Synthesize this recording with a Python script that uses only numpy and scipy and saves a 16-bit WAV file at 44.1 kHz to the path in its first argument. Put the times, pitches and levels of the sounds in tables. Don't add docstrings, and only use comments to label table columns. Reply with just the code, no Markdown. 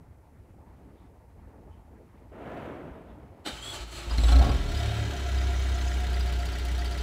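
import sys
import numpy as np
from scipy import signal
from scipy.fft import rfft, irfft, next_fast_len
from scipy.io import wavfile
from scipy.ndimage import uniform_filter1d

SR = 44100
rng = np.random.default_rng(int(sys.argv[2]) if len(sys.argv) > 2 else 0)


def generate_wav(sig):
    pcm = np.round(np.clip(np.atleast_2d(sig).T, -1, 1) * 32767).astype(np.int16)
    wavfile.write(sys.argv[1], SR, pcm)


N = 309582
T = np.arange(N) / SR
TICK_PHASE = .59

# [t/s, f/Hz]
FIRING_RATE = [(3.45, 5), (4.1, 11), (4.27, 23), (4.47, 41), (4.55, 42.7), (4.77, 34.6), (4.96, 36.7),
               (5.07, 35.7), (5.2, 33.5), (5.35, 32.3), (5.6, 32.2), (6.0, 31.35), (6.4, 30.75),
               (7.02, 30.6)]
# [t/s, level/dB]
ENGINE_EFFORT = [(4.1, -5), (4.22, -9), (4.28, 3), (4.45, 4.5), (4.66, 0), (4.8, 4.5), (5.2, 1), (5.8, 1.2),
                 (7.0, -1)]
# [t/s, boom/dB, bark/dB, bark f/Hz, nominal bark width/Hz]
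FIRST_BLASTS = [(4.109, -25.5, -37, 890, 700), (4.178, -23, -31, 219, 160), (4.234, -20, -34, 500, 700),
                (4.283, -26, -38, 800, 600), (4.318, -22.5, -33, 730, 400), (4.354, -17.5, -40, 700, 500),
                (4.386, -24, -39, 440, 400), (4.411, -32, -27.5, 780, 150), (4.438, -38, -36, 1160, 600),
                (4.461, -40, -34, 694, 250), (4.49, -17, -33.5, 750, 400)]
# [t/s, level/dB, f/Hz, rebound/dB]
METAL_STRIKES = [(4.1808, -26.5, 4110, -19), (4.236, -29, 3890, 1), (4.284, -30.5, 3500, -5),
                 (4.321, -27.5, 4130, -3.5), (4.357, -30.5, 4050, 0.5), (4.391, -30.5, 4280, -10),
                 (4.424, -33, 3650, -22)]


def undb(db):
    return 10 ** (np.asarray(db) / 20)


def unit(x):
    return x / np.sqrt(np.mean(x ** 2))


def curves(table):
    times, *columns = np.transpose(table)
    return [np.interp(T, times, column) for column in columns]


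def fade_in(start, length):
    return np.clip((T - start) / length, 0, 1)


def spell(start, end, edge):
    return fade_in(start - edge / 2, edge) - fade_in(end - edge / 2, edge)


def swell(start, top, release, db, rise_db, fall_db_per_s):
    level_db = np.interp(T, [start, top], [db - rise_db, db]) - fall_db_per_s * np.maximum(T - release, 0)
    return undb(level_db) * fade_in(start, 0.02)


def noise():
    return rng.standard_normal(N)


def walk(rate):
    step = max(int(SR / rate), 1)
    held = np.repeat(rng.standard_normal(N // step + 1), step)[:N]
    return unit(uniform_filter1d(uniform_filter1d(held, step), step))


def sine(hz):
    return np.sin(2 * np.pi * np.cumsum(hz) / SR)


def colour(x, points):
    size = next_fast_len(N + 8192)
    f = np.maximum(np.fft.rfftfreq(size, 1 / SR), 1)
    hz, db = np.transpose(points)
    skirts = np.minimum(f / hz[0], 1) ** 2 * np.minimum(hz[-1] / f, 1) ** 2
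    gain = undb(np.interp(np.log(f), np.log(hz), db)) * skirts
    return unit(irfft(rfft(x, size) * gain, size)[:N])


def ring(x, modes):
    return unit(sum((-1) ** k * undb(db) * signal.lfilter(*signal.iirpeak(hz, hz / width, SR), x)
                    for k, (hz, width, db) in enumerate(modes)))


def split(x, hz):
    return [unit(signal.sosfilt(signal.butter(4, hz, side, fs=SR, output="sos"), x))
            for side in ("low", "high")]


def blow(t, rise, decay):
    return np.minimum(t / rise, 1) * np.exp(-np.maximum(t - rise, 0) / decay)


def bursts(rows):
    out = np.zeros(N)
    for s, db, rise, decay in rows:
        start = int(s * SR)
        t = T[:min(N - start, SR // 2)]
        out[start:start + len(t)] += undb(db) * blow(t, rise, decay)
    return out


def pings(rows):
    out, waver = np.zeros(N), .015 * walk(2000)
    for s, db, hz, rise, decay in rows:
        start = min(int(s * SR), N - 1)
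        t = T[:min(N - start, SR // 16)]
        span = slice(start, start + len(t))
        out[span] += undb(db) * blow(t, rise, decay) * sine(hz * (1 + waver[span]))
    return out


def underbody(x, decay=0.027, wet_db=-3):
    t = T[:SR // 16]
    echoes = rng.standard_normal(len(t)) * np.exp(-t / decay)
    wet = undb(wet_db) * signal.fftconvolve(x, echoes / np.linalg.norm(echoes))[:N]
    return (x + wet) / np.sqrt(1 + undb(2 * wet_db))


def yard():
    # [f/Hz, level/dB]
    town_colour = [(82, -25), (140, -4.5), (200, -6), (243, -5.5), (439, -10.5), (524, -13.5), (808, -14),
                   (874, -12), (984, -18), (1550, -26.5), (2000, -26.5), (3400, -38.5), (11500, -37),
                   (15500, -42)]
    # [t/s, level/dB]
    town_swells = [(0, -60.5), (.55, -61), (.76, -58), (1.0, -59.5), (1.35, -62), (1.5, -58), (1.7, -60),
                   (2.1, -57)]
    mids_db = curves(town_swells)[0] + 1 + 0.32 * walk(5.81)
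    bed, mids = colour(noise(), town_colour), 0
    for hz in (330, 620, 1150, 2100, 4500):
        band = signal.sosfiltfilt(signal.butter(4, hz, fs=SR, output="sos"), bed)
        flicker_db = (2 * walk(11) + 3.5 * walk(45)) * min(1, (600 / hz) ** .5)
        mids = mids + band * undb(flicker_db)
        bed = bed - band
    rumble = colour(noise(), [(25, -25), (45, -6.5), (64, -4), (95, -6), (140, -18)])
    return mids * undb(mids_db) + bed * undb(-62) + rumble * undb(-53 + 2 * walk(20))


def far_squeaks(rise=0.028, decay=0.077):
    # [t/s, level/dB, f/Hz]
    squeaks = [(.96, -76.5, 3600), (1.45, -74, 1450), (1.7, -76, 3050), (3.07, -75, 3470)]
    blur = lambda hz: colour(noise(), [(.7 * hz, -18), (hz, 0), (1.25 * hz, -18)])
    return sum(blur(hz) * bursts([(s, db, rise, decay)]) for s, db, hz in squeaks)


def whoosh(bright_db=-9.5, dulling_db_per_s=9):
    # [f/Hz, level/dB]
    rush_colour = [(60, -4), (120, -3), (288, 3.5), (421, -0.5), (692, -2), (765, -8.5), (1050, -13.5),
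                   (1160, -19.5), (1280, -16), (2960, -29), (4970, -48), (14000, -54.5)]
    level = swell(start=2.31, top=2.48, release=2.68, db=-40, rise_db=10.5, fall_db_per_s=27)
    treble_db = bright_db - dulling_db_per_s * np.abs(T - 2.58)
    low, high = split(colour(noise() * undb(0.75 * walk(150)), rush_colour), 1110)
    return (low + high * undb(treble_db)) * level


def starter(rasp_db=-9, housing_db=-12, hiss_db=-14, pitch_jitter=0.021):
    # [t/s, level/dB, decay/s]
    engagement = [(3.449, -42, 0.01), (3.457, -33.5, 0.014), (3.469, -36.5, 0.047), (3.92, -48.5, 0.035)]
    # [f/Hz, level/dB]
    clack_colour = [(88, -37), (150, -15), (320, -1), (453, -10), (530, -3.5), (1150, -20), (1510, -5),
                    (1700, -13), (2760, -15), (3100, -8), (3350, -21), (3760, -14), (4480, -19),
                    (7860, -27), (15500, -37)]
    # [t/s, f/Hz, level/dB]
    mesh = [(3.44, 2440, -59), (3.54, 3050, -43), (3.62, 3135, -46.5), (3.68, 3390, -45),
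            (3.73, 3300, -43.5), (3.785, 2968, -39.5), (3.83, 2840, -44), (3.905, 2760, -50.5),
            (3.93, 2950, -45), (3.99, 3167, -39), (4.04, 3150, -42.5), (4.1, 3190, -44.5),
            (4.31, 3380, -43), (4.45, 2820, -81)]
    # [f/Hz, level/dB]
    grind_colour = [(76, -4), (130, 1.5), (186, -12.5), (353, -1.5), (449, -12.5), (698, -1.5), (756, -12),
                    (852, -1.5), (1020, -11.5), (2060, -10.5), (3070, -8.5), (5590, -16.5), (7540, -10),
                    (8510, -26), (15500, -38)]
    # [f/Hz, width/Hz, level/dB]
    housing_modes = [(685, 28, -3.5), (846, 28, -0.5), (1380, 250, -10), (2613, 52, -27), (3064, 25, 2),
                     (3350, 33, -13), (3520, 38, -15), (3700, 9.9, 7.5), (4040, 30, -3), (4650, 95, -13),
                     (5800, 54, -24), (7250, 40, -15), (7800, 140, -13.5), (9500, 128, -17.5)]
    # [from t/s, to t/s, hiss/dB, mesh whine/dB, overtone/dB]
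    slack_spells = [(3.57, 3.593, -68, -44, -62), (3.615, 3.774, -51, -46, -53.5),
                    (3.918, 4, -49.5, -56, -67), (4.217, 4.334, -50, -54, -49)]
    # [f/Hz, width/Hz, level/dB]
    gear_modes = [(4190, 76, 6), (4800, 140, -17), (6100, 300, -6), (7340, 130, 1.5), (7870, 110, 1),
                  (9480, 120, 1.5)]
    mesh_hz, load_db = curves(mesh)
    slack_hiss, whine, overtone = sum(np.outer(undb(levels_db), spell(start, end, edge=0.025))
                                      for start, end, *levels_db in slack_spells)
    blows = bursts([(s, db, .007, decay) for s, db, decay in engagement])
    clack = blows * (0.86 * colour(noise(), clack_colour) + 0.83 * ring(noise(), housing_modes))
    tooth_count = np.cumsum(mesh_hz * (1 + pitch_jitter * walk(900) + .008 * walk(90))) / SR
    shake = 1 + 0.16 * np.sin(2 * np.pi * tooth_count / 11)
    teeth = noise() * undb(0.58 * walk(500) + 1.87 * walk(45)) * shake
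    grind = underbody(colour(teeth, grind_colour), wet_db=-2)
    rattle, _ = split(grind + undb(housing_db) * ring(teeth, housing_modes), 6640)
    rasp = colour(teeth, [(900, -8), (1200, 0), (2000, -6), (3700, 2), (4600, 0), (6400, 0.5),
                          (7000, -13.5)])
    loaded = (undb(-0.5) * rattle + undb(rasp_db) * rasp) * undb(load_db)
    air = colour(teeth, [(5500, -23), (7800, 3), (8500, 0), (10600, -7), (13500, -9), (15500, -11)])
    hiss_gain = undb(load_db + hiss_db) + undb(-7.5) * slack_hiss
    hiss = (0.55 * air + 1.15 * ring(teeth, gear_modes)) * hiss_gain
    partial = lambda ratio: np.sin(2 * np.pi * ratio * tooth_count) * undb(4 * walk(300) + 1.5 * walk(70))
    singing = underbody(whine * partial(1) + overtone * partial(2.31), wet_db=-5)
    return (clack + loaded + hiss + singing) * fade_in(3.44, 0.011) * (1 - fade_in(4.45, .05))


def crank():
    hz, = curves(FIRING_RATE)
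    return np.cumsum(hz * (1 + .002 * walk(25))) / SR


def moments(firing, phase, every):
    return np.interp(np.arange(phase, firing[-1], every), firing, T)


def strokes(firing, decay, scatter_db):
    cylinder_db = [-0.51, -2.8, -0.57, 0.33]
    count = firing.astype(int)
    size_db = np.take(cylinder_db, count, mode="wrap") + scatter_db * rng.standard_normal(512)[count]
    return undb(size_db) * np.exp(-(firing % 1) / decay)


def cycle_noise(firing, share):
    per_firing = SR // 31
    pattern = rng.standard_normal(4 * per_firing)
    repeating = np.take(pattern, (firing * per_firing).astype(int), mode="wrap")
    return np.sqrt(share) * repeating + np.sqrt(1 - share) * noise()


def boom(cold_hz=56.2, hot_hz=61.5, cancel=0.7):
    # [t/s, level/dB]
    pumps = [(3.52, -43), (3.798, -36.5), (3.96, -42.5), (4.07, -34)]
    hz = cold_hz + (hot_hz - cold_hz) * fade_in(4.3, 0.077)
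    swing = bursts([(s, db, 0.012, 0.1) for s, db, *_ in pumps + FIRST_BLASTS])
    return np.sqrt(2) * swing * (1 - cancel * fade_in(4.415, 0.025)) * sine(hz)


def gas(firing, idle_db=-40.5):
    # [f/Hz, level/dB]
    surge_colour = [(59, -5), (100, 6), (187, -6), (274, -6.5), (356, -12), (578, -9), (659, -22), (716, 1),
                    (918, -51), (1330, -35), (1700, -29), (2210, -53), (3740, -120)]
    # [f/Hz, width/Hz, level/dB]
    surge_modes = [(155, 24, -0.5), (206.3, 13, 1), (275, 17, 4.5), (595, 24, -3.5), (708, 6.7, 1),
                   (755, 110, -13), (819, 18, 0), (998, 18, -12), (1100, 6.6, -0.5), (1336, 11, -5.5)]
    # [f/Hz, level/dB]
    flow_colour = [(65, -40), (110, -0.5), (134, -2), (235, -10.5), (268, -2.5), (337, -11), (376, -14),
                   (464, -12.5), (646, -24), (699, -1), (781, -31), (983, -17), (1060, -20), (1200, -13),
                   (1560, -58), (2640, -120)]
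    # [f/Hz, width/Hz, level/dB]
    flow_modes = [(368, 56, -7), (425, 15, -5), (572, 23, -4.5), (656, 62, -8), (713, 32, -2),
                  (860, 18, -7.5), (997, 56, -14.5)]
    surge_gain = swell(start=4.045, top=4.34, release=4.49, db=-31.5, rise_db=15, fall_db_per_s=90)
    flow_gain = undb(idle_db + curves(ENGINE_EFFORT)[0]) * fade_in(4.5, 0.14)
    puffs = (1 + 0.29 * strokes(firing, decay=0.52, scatter_db=2.5)) * undb(1.2 * walk(60))
    blasts = 0.62 + 0.5 * bursts([(s, 0, .003, .011) for s, *_ in FIRST_BLASTS])
    surge = undb(-1.5) * colour(noise(), surge_colour) + undb(-2.5) * ring(noise(), surge_modes)
    flow = lambda: cycle_noise(firing, share=.6) * puffs
    rush = undb(-4) * (colour(flow(), flow_colour) + ring(flow(), flow_modes))
    flutter = colour(noise(), [(25, -15), (45, 6.5), (70, 5.5), (120, -7), (170, -7)])
    return (surge * blasts + flutter) * surge_gain + (rush + undb(-2.5) * flutter) * flow_gain


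def clatter(firing, idle_db=-42.5):
    # [f/Hz, level/dB]
    block_colour = [(590, -10), (1000, -6), (1110, -13), (1350, 2), (1600, -1), (2390, -3), (3150, -1.5),
                    (4050, -3.5), (4540, -9.5), (4810, -12), (5400, -8), (7110, -39), (8340, -16),
                    (13500, -26), (15500, -27)]
    # [f/Hz, width/Hz, level/dB]
    block_modes = [(1403, 38, -1), (1556, 38, 1.5), (1650, 70, 1), (1720, 23, -3), (1933, 6.3, 3),
                   (2006, 16, 5), (2255, 17, 3), (2975, 79, -3.5), (3185, 38, -2), (3740, 17, 4),
                   (4070, 23, -17), (4190, 41, -1), (4860, 120, -8.5), (5250, 56, -17), (5840, 39, -3.5),
                   (6240, 58, -6.5), (6920, 87, -7.5), (7560, 120, -11), (7900, 47, -7)]
    pushes = strokes(firing + 1 - TICK_PHASE - .06, decay=.4, scatter_db=1.3)
    drive = lambda: cycle_noise(firing, share=.4) * (1 + 1.1 * pushes) * undb(1.5 * walk(600))
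    block = undb(-1) * underbody(colour(drive(), block_colour)) + undb(-4.5) * ring(drive(), block_modes)
    return block * undb(idle_db + curves(ENGINE_EFFORT)[0]) * fade_in(4.09, 0.011)


def belt(firing, slip_hz=4580, rise=0.0041, decay=0.012, scrape_db=-13):
    # [t/s, level/dB, f/Hz, decay/s]
    chirps = [(4.1084, -35.5, 4900, 0.0063), (4.451, -43, 4700, .004), (4.492, -36.5, 4810, 0.0048),
              (4.68, -41, 4360, 0.013), (4.74, -45, 4660, 0.0073), (4.769, -37.5, 4870, 0.0067),
              (4.796, -40.5, 5130, .005), (4.802, -39, 3580, 0.0071), (5.182, -48, 4800, .005),
              (5.382, -38.5, 4830, .005), (6.14, -38, 4720, .005), (6.206, -36, 4830, .004)]
    # [from t/s, to t/s, relative level/dB]
    slip_spells = [(6.24, 6.7, -43), (6.76, 7.0, -40)]
    turns = zip(moments(firing, phase=.9, every=2), rng.standard_normal(128))
    slips = [(s, db - 5 + scatter_db) for s, scatter_db in turns
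             for start, end, db in slip_spells if start <= s < end]
    squeaks = [(s, db, hz, rise, length) for s, db, hz, length in chirps]
    squeaks += [(s, db, slip_hz, rise, decay) for s, db in slips]
    scrape = colour(noise(), [(3400, 10), (4600, 8), (5800, -18), (9000, -16)])
    scrape *= bursts([(s, db + scrape_db, rise, length) for s, db, _, _, length in squeaks])
    rasp = ring(noise(), [(slip_hz, 350, 0)]) * bursts([(s, db, rise, decay) for s, db in slips])
    return pings(squeaks) + rasp + scrape


def barks(rise=0.0028, decay=0.014):
    # [t/s, level/dB, f/Hz, decay/s]
    shield_rings = [(4.321, -34, 1316, 0.039), (4.321, -40, 1520, 0.016), (4.39, -42.5, 1316, 0.086)]
    out = np.zeros(N)
    for s, _, db, hz, width in FIRST_BLASTS:
        mode = [(hz, 0.95 * width, 0)]
        out += ring(ring(noise(), mode), mode) * bursts([(s, db, rise, decay)])
    for s, db, hz, length in shield_rings:
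        out += bursts([(s, db, rise, length)]) * np.sin(2 * np.pi * hz * T)
    return out


def whines(firing):
    # [f/Hz, relative level/dB]
    pitches = [(372, -54.5), (573, -59.5), (702, -48), (1314, -57.5), (1432, -74), (1653, -62), (1846, -58)]
    tones = sum(undb(db - 4.5 + 2 * walk(30)) * sine(hz + 6 * walk(60)) for hz, db in pitches)
    per_cycle = .7 * np.cos(np.pi * (firing - 1.45) / 2)
    per_turn = .2 * np.cos(np.pi * (firing - 1))
    per_firing = .4 * np.cos(2 * np.pi * (firing + .1))
    return np.sqrt(2) * tones * (1 + per_cycle + per_turn + per_firing) * fade_in(4.17, 0.2)


def clacks(rise=0.0025, ping_decay=0.0026, scrape_decay=0.006, graze_lead_s=0.0061, rebound_s=.005):
    # [multiple of the strike's pitch, level/dB]
    modes = [(1, 0.5), (.87, -21), (1.36, -12)]
    rings, crunches, grazes = [], [], []
    for s, db, hz, rebound_db in METAL_STRIKES:
        grazes.append((s - graze_lead_s, db - 13.5, rise, scrape_decay))
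        for at, blow_db in [(s, db), (s + rebound_s, db + rebound_db)]:
            rings += [(at, blow_db - 1.5 + mode_db, ratio * hz, rise, ping_decay)
                      for ratio, mode_db in modes]
            crunches.append((at, blow_db - 11, rise, scrape_decay))
        rings.append((s + rebound_s, db - 14, hz, rise, 0.014))
    crackle = lambda: noise() * undb(4 * walk(2500))
    scrape = colour(crackle(), [(2200, 6), (3000, 0), (4200, 7), (4800, -17), (5700, -7), (9000, -12.5)])
    graze = colour(crackle(), [(4600, -3), (5400, 0), (6400, -6)])
    return pings(rings) + scrape * bursts(crunches) + graze * bursts(grazes)


def ticks(firing, rise=0.0023, decay=0.0096, jolt_db=-18, scatter_db=1.3):
    # [f/Hz, level/dB]
    tick_colour = [(3000, 11.5), (6500, 0), (9700, 1.5), (11500, -7.5), (13700, 1), (15500, -13)]
    valve_db = [-38.5, -46, -38.5, -46]
    times = moments(firing, TICK_PHASE, every=1)
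    peaks_db = np.resize(valve_db, len(times)) - 6.5 + scatter_db * rng.standard_normal(256)[:len(times)]
    idle = bursts([(s, db, rise, decay) for s, db in zip(times, peaks_db)]) * fade_in(5.58, 0.73)
    jolts = bursts([(s, db + jolt_db, rise, decay) for s, db, *_ in METAL_STRIKES])
    return colour(noise(), tick_colour) * (idle + jolts)


def growl(firing):
    # [f/Hz, width/Hz, level/dB]
    chambers = [(148, 13, -5), (272.7, 13, 0.5), (588, 20, -5.5), (707, 14, -7), (1110, 27, -9)]
    pulses = np.diff(np.floor(firing), prepend=0)
    level = swell(start=4.27, top=4.37, release=4.5, db=-42, rise_db=6, fall_db_per_s=82)
    return ring(pulses, chambers) * level


def exhaust(firing, lope_db=-33, flare_db=5.5, imbalance=.1):
    # [f/Hz, width/Hz, level/dB]
    pipe_modes = [(63.4, 10, -26), (109.1, 10.2, -29.5)]
    # [t/s, level/dB]
    pressure = [(4.45, 10), (4.62, -2.5), (4.8, 2.5), (4.92, -0.5), (5.17, -5), (5.38, 1), (6.0, -1.5),
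                (6.23, 1), (6.48, -2), (7.0, -2.5)]
    # [t/s, level/dB]
    hum = [(4.45, -5.5), (4.72, -10), (4.82, -2), (4.92, -2), (5.07, 3), (5.13, -6.5), (5.35, 4),
           (5.7, 3.5)]
    # [f/Hz, level/dB]
    silencer = [(125, -54), (150, -49), (165, -53), (190, -52.5), (214, -55), (240, -60.5), (272, -53),
                (295, -56), (320, -52), (345, -65.5), (372, -53.5), (410, -55), (450, -64), (530, -67),
                (575, -60.5), (640, -62), (700, -60), (760, -70.5), (845, -62), (900, -72), (975, -61.5),
                (1100, -80)]
    hz, = curves(FIRING_RATE)
    pulse = undb(curves(pressure)[0])
    pipe = lambda f: abs(sum(undb(db) / (1 + 1j * mode_hz / width * (f / mode_hz - mode_hz / f))
                             for mode_hz, width, db in pipe_modes))
    gains = [pulse * pipe(k * hz) for k in (1, 2, 3)]
    lope = undb(lope_db) * (1 - fade_in(4.72, 0.057))
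    gains[0] = gains[0] * undb(-6) + lope
    gains[2] *= undb(curves(hum)[0])
    load_db = 55 * np.log10(np.minimum(hz, 37) / 34) + flare_db * (1 - fade_in(4.5, 0.096))
    gains += [undb(np.interp(k * hz, *np.transpose(silencer)) + load_db) for k in range(4, 33)]
    drone = np.zeros(N)
    for k, gain in enumerate(gains, 1):
        wander_db = (.6 if k <= 3 else 1) * walk(9)
        drone += gain * undb(wander_db) * np.sin(2 * np.pi * (k * firing + rng.random()))
    throb = 1 + imbalance * np.cos(np.pi * firing / 2)
    return np.sqrt(2) * drone * throb * fade_in(4.39, 0.12)


def sizzle(ticks_per_s=130, scatter_db=3, rise=0.0015, decay=0.0028, hiss_db=-11):
    # [t/s, level/dB]
    levels = [(4.5, -56), (5.25, -50.5), (5.55, -50), (5.9, -45.5), (6.15, -56)]
    pitches_hz = [5710, 6350, 6880, 6340, 7150, 5080]
    gap, pick, detune = rng.random((2048, 3)).T
    times = levels[0][0] + np.cumsum(-np.log(1 - gap)) / ticks_per_s
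    sizes_db = scatter_db * rng.standard_normal(2048)
    hz = np.take(pitches_hz, (pick * len(pitches_hz)).astype(int)) * (1 + 0.063 * (detune - .5))
    grains = pings([(s, db, f, rise, decay) for s, db, f in zip(times, sizes_db, hz) if s < T[-1]])
    hiss = colour(noise(), [(5200, -36), (5800, -7), (6300, 3), (7000, -6), (7700, -10)])
    return (grains + undb(hiss_db) * hiss * fade_in(5.1, 0.088)) * undb(curves(levels)[0])


def knocks(firing, rise=0.0019, scatter_db=0.7, rattle_db=-15):
    # [f/Hz, level/dB, decay/s]
    modes = [(1660, -13, 0.0049), (1818, -8.5, 0.0092), (1967, -7.5, 0.012)]
    times = moments(firing, phase=1.81, every=4)
    dips_db = scatter_db * rng.standard_normal(64)
    body = pings([(s, db - dip_db, hz, rise, decay)
                  for s, dip_db in zip(times, dips_db) for hz, db, decay in modes])
    rattle = ring(noise(), [(1700, 220, 0), (1990, 410, 0)])
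    rattle *= bursts([(s, rattle_db, rise, .009) for s in times])
    return (body + rattle) * swell(start=5.1, top=5.9, release=6, db=-33.5, rise_db=6, fall_db_per_s=1)


def scene():
    firing = crank()
    tailpipe = boom() + barks() + growl(firing) + exhaust(firing) + gas(firing) + whines(firing)
    engine_bay = (starter() + clatter(firing) + knocks(firing) + clacks() + belt(firing)
                  + ticks(firing) + sizzle())
    return (tailpipe + engine_bay + yard() + far_squeaks() + whoosh())[None]


def record(dry, top_hz=15600):
    return signal.sosfilt(signal.ellip(10, .2, 80, top_hz, fs=SR, output="sos"), dry)


dry = scene()
out = record(dry)
generate_wav(out)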